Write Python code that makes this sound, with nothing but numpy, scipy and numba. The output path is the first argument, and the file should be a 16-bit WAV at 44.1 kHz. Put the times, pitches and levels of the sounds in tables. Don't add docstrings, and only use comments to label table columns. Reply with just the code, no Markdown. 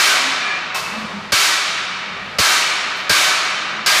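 import sys
import numpy as np
from scipy import signal
from scipy.fft import rfft, irfft
from scipy.io import wavfile
from scipy.ndimage import uniform_filter1d
from numba import njit

SR = 44100
rng = np.random.default_rng(int(sys.argv[2]) if len(sys.argv) > 2 else 0)


def int16_out(signal):
    q = np.round(np.clip(np.atleast_2d(signal).T, -1, 1) * 32767)
    wavfile.write(sys.argv[1], SR, q.astype(np.int16))


N = 176400

# t/s, level/dB, spectral tilt/(dB per octave), thump level/dB
BLOW_EVENTS = [(-.045, 1.5, -0.5, -22), (1.3209, -1.5, 0.34, -10), (2.3852, 1, -0.1, -3.5),
               (3.095, 2, -0.5, -5), (3.8614, -0.5, -0.4, -36)]
# f/Hz, level/dB, T60/s
CASING_MODES = [(317, -27.5, 2.2), (397.4, -23, 1.95), (744, -23.5, 2.4), (950, -19.5, 1.9),
                (1127, -18.5, 1.3), (1155, -17, 2.46), (1233, -20.5, 1.87), (1323, -12.5, 2.06),
                (1427, -19.5, 1.3), (1457, -21.5, 2.5), (1525, -12.5, 1.9), (1605, -7, 0.24),
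                (1590, -15.5, 2), (1690, -25, 1.8), (1913, -19, 2.9), (2066, -23, 1.1), (2231, -15, 2.43),
                (2302, -14.5, 1.6), (2355, -19, 2.7), (2730, -22.5, 2.2), (3200, -16, 1.5),
                (3680, -23.5, 2.54), (3890, -19.5, 1.4), (4560, -11.5, 0.36), (4870, -15, 0.8)]
# f/Hz, level/dB
BLOW_SPECTRUM = [(60, -52), (150, -20.5), (300, -16), (480, -15), (600, -6.5), (900, -5.5), (1300, 0),
                 (1800, -1), (2450, 1), (3000, -1), (3450, -2.5), (3850, 0.5), (4800, -2.5), (5600, -4),
                 (6500, -5), (9500, -12.5), (15000, -20.5)]
# f/Hz, level/dB
BITE_SPECTRUM = [(1500, -37), (3400, -14), (4650, 3.5), (5800, -6), (9000, -15), (15000, -19)]
# f/Hz, level/dB, lag/s, sigma/s
THUMP_PARTIALS = [(64, -12.5, 0.018, 0.011), (99, -7.5, 0.021, 0.0066), (192, -6.5, 0.011, 0.0063),
                  (293, -7.5, 0.018, 0.0029), (436, -6, 0.01, 0.0046), (575, -3.5, 0.0063, 0.0068)]
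# f/Hz, T60/s
HALL_DECAY = [(150, 5), (600, 2.11), (1300, 2.09), (2500, 1.95), (4500, 1.36), (7500, 0.96), (11000, 0.67),
              (15000, 0.27)]
# t/s, level/dB, spectral tilt/(dB per octave)
KNOCK_EVENTS = [(0.7443, -21.5, -0.5), (.99, -61, 4.5), (2.962, -45.5, 3)]
# f/Hz, level/dB
KNOCK_SPECTRUM = [(100, -21), (500, 0), (1100, 8), (2000, 1.5), (3200, 0), (4400, 4.5), (6000, -0.5),
                  (10000, -7), (15000, -9.5)]
# peak t/s, sigma/s, f/Hz, level/dB
RING_SWELLS = [(0.51, .06, 2400, -15.5), (0.78, 0.16, 2624, -28), (0.51, 0.087, 1700, -20),
               (0.506, 0.064, 744, -23.5)]
# peak t/s, sigma/s, f/Hz, level/dB
DRONE_SWELLS = [(0.29, 0.069, 268, -22.5), (0.932, 0.015, 213, -28), (0.987, .018, 214, -25.5),
                (1.046, 0.017, 214.2, -27), (1.167, 0.018, 205, -23), (1.26, .035, 210, -39),
                (2.05, 0.15, 183, -41.5), (3.72, 0.14, 215.7, -36), (3.98, .03, 185.6, -31.5)]
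# f/Hz, level/dB
HUM_LINES = [(97, -47.5), (400, -55), (1166, -56), (1254, -42), (1326, -45)]
# f/Hz, level/dB
RUSH_SPECTRUM = [(25, -24), (60, -2), (110, -5), (190, 8.5), (300, -5.5), (650, 2.5), (950, 1),
                 (1250, -1.5), (2400, -3), (4500, -8.5), (7500, -22), (11000, -35), (15000, -41)]


def blows(t, plate_gain):
    out = 0
    for start, db, tilt_db, thump_db in BLOW_EVENTS:
        age = t - start
        ring = undb(-3.5) * casing_ring(t, age)
        body = undb(-2.5) * crash(age, BLOW_SPECTRUM, tilt_db, plate_gain,
                                  rise_s=0.0019, hold_s=0.14, early_db=-15, early_s=0.005)
        bite = undb(-6.5) * direct_bite(age)
        out += (age >= 0) * (undb(db) * (ring + body + bite) + undb(thump_db) * low_thump(age))
    return out


def casing_ring(t, age, echo_db=-6.5, echo_lag_s=0.19, echo_sigma_s=0.03):
    decay_s = decay_time(np.maximum(age, 0), hold_s=0.051)
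    ring = sum(undb(db) * wavering_tone(t, hz, width_hz=6, scatter=1.6) * undb(-60 * decay_s / t60)
               for hz, db, t60 in CASING_MODES)
    return ring * (1 + undb(echo_db) * gaussian(age, echo_lag_s, echo_sigma_s))


def crash(age, colour, tilt_db, plate_gain, rise_s, hold_s, early_db, early_s):
    hz, elapsed = bin_frequencies(), np.maximum(age, 0)
    tilt = undb(tilt_db * np.log2(hz / 2500))
    shape = unit_rms(plate_gain * undb(read_curve(colour, hz))) * tilt
    spectrum = rfft(rng.standard_normal(N)) * shape
    centres_hz = np.geomspace(100, 16000, 18)
    decay_s = decay_time(elapsed, hold_s)
    tail = 0
    for centre, weights in zip(centres_hz, np.eye(len(centres_hz))):
        band = irfft(spectrum * np.interp(hz, centres_hz, weights), N)
        tail += band * undb(-60 * decay_s / read_curve(HALL_DECAY, centre))
    attack = 1 - np.exp(-elapsed / rise_s)
    direct_boost = 1 + undb(early_db) * np.exp(-elapsed / early_s)
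    return tail * attack * direct_boost


def plate_response(depth_db=2, spacing_hz=26):
    ripple = rng.standard_normal(N // 8)
    return undb(depth_db * np.interp(bin_frequencies() / spacing_hz, np.arange(len(ripple)), ripple))


def direct_bite(age, tau_s=0.055):
    return noise(BITE_SPECTRUM) * np.exp(-np.maximum(age, 0) / tau_s)


def low_thump(age):
    return sum(undb(db) * gaussian(age, lag, sigma) * np.sin(2 * np.pi * (hz * age + rng.random()))
               for hz, db, lag, sigma in THUMP_PARTIALS)


def knocks(t, plate_gain, clack_hz=1330):
    out = 0
    for start, db, tilt_db in KNOCK_EVENTS:
        age = t - start
        clack = gaussian(age, peak_s=0.0053, sigma_s=0.001) * np.sin(2 * np.pi * clack_hz * age)
        body = crash(age, KNOCK_SPECTRUM, tilt_db, plate_gain,
                     rise_s=0.0032, hold_s=0.016, early_db=2.5, early_s=0.03)
        out += undb(db) * (body + undb(10.5) * clack)
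    return out


def metal_rings(t):
    return swells(t, RING_SWELLS, width_hz=22, scatter=1.2)


def drone(t):
    return swells(t, DRONE_SWELLS, width_hz=20, scatter=0.42)


def plant(t):
    rush = undb(-35.5) * noise(RUSH_SPECTRUM)
    hum = sum(undb(db) * wavering_tone(t, hz, width_hz=3, scatter=0.38) for hz, db in HUM_LINES)
    return rush + hum


def swells(t, table, width_hz, scatter):
    return sum(undb(db) * gaussian(t, peak, sigma) * wavering_tone(t, hz, width_hz, scatter)
               for peak, sigma, hz, db in table)


def wavering_tone(t, hz, width_hz, scatter):
    in_phase, quadrature = (scatter * np.interp(t * width_hz * 4, np.arange(1024), draws)
                            for draws in rng.standard_normal((2, 1024)))
    phase = 2 * np.pi * (hz * t + rng.random())
    return ((1 + in_phase) * np.cos(phase) + quadrature * np.sin(phase)) / np.hypot(1, scatter)


def decay_time(elapsed, hold_s, knee_s=0.02):
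    return knee_s * (np.logaddexp(0, (elapsed - hold_s) / knee_s) - np.logaddexp(0, -hold_s / knee_s))


def noise(colour):
    return unit_rms(irfft(rfft(rng.standard_normal(N)) * undb(read_curve(colour, bin_frequencies())), N))


def gaussian(t, peak_s, sigma_s):
    return np.exp(-0.5 * ((t - peak_s) / sigma_s) ** 2)


def read_curve(table, hz):
    points_hz, values = np.array(table, float).T
    return np.interp(np.log(hz), np.log(points_hz), values)


def bin_frequencies():
    return np.maximum(np.arange(N // 2 + 1) * SR / N, 1)


def unit_rms(x):
    return x / np.sqrt(np.mean(x ** 2))


def undb(db):
    return 10 ** (np.asarray(db) / 20)


@njit
def peak_envelope(level, release_s):
    out, held = np.empty(len(level)), 0.
    for i in range(len(level)):
        held = max(level[i], held + (level[i] - held) / (release_s * SR))
        out[i] = held
    return out


def scene():
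    t, plate_gain = np.arange(N) / SR, plate_response()
    return (blows(t, plate_gain) + knocks(t, plate_gain) + drone(t) + metal_rings(t) + plant(t))[None]


def record(dry):
    threshold_db, ratio, makeup_db = -14.5, 4.17, 1
    window_s, lookahead_s, cutoff_hz = 0.0027, 0.004, 15250
    pressure, samples = dry[0], np.arange(N)
    rms = np.sqrt(np.abs(uniform_filter1d(pressure ** 2, int(window_s * SR))))
    envelope = np.interp(samples + lookahead_s * SR, samples, peak_envelope(rms, release_s=0.36))
    gain = np.minimum(1, undb(threshold_db) / envelope) ** (1 - 1 / ratio)
    rounded = np.tanh(pressure * gain * undb(makeup_db))
    lowpass = signal.ellip(10, 0.2, 80, cutoff_hz, fs=SR, output="sos")
    return signal.sosfilt(lowpass, rounded)[None]


dry = scene()
out = record(dry)
int16_out(out)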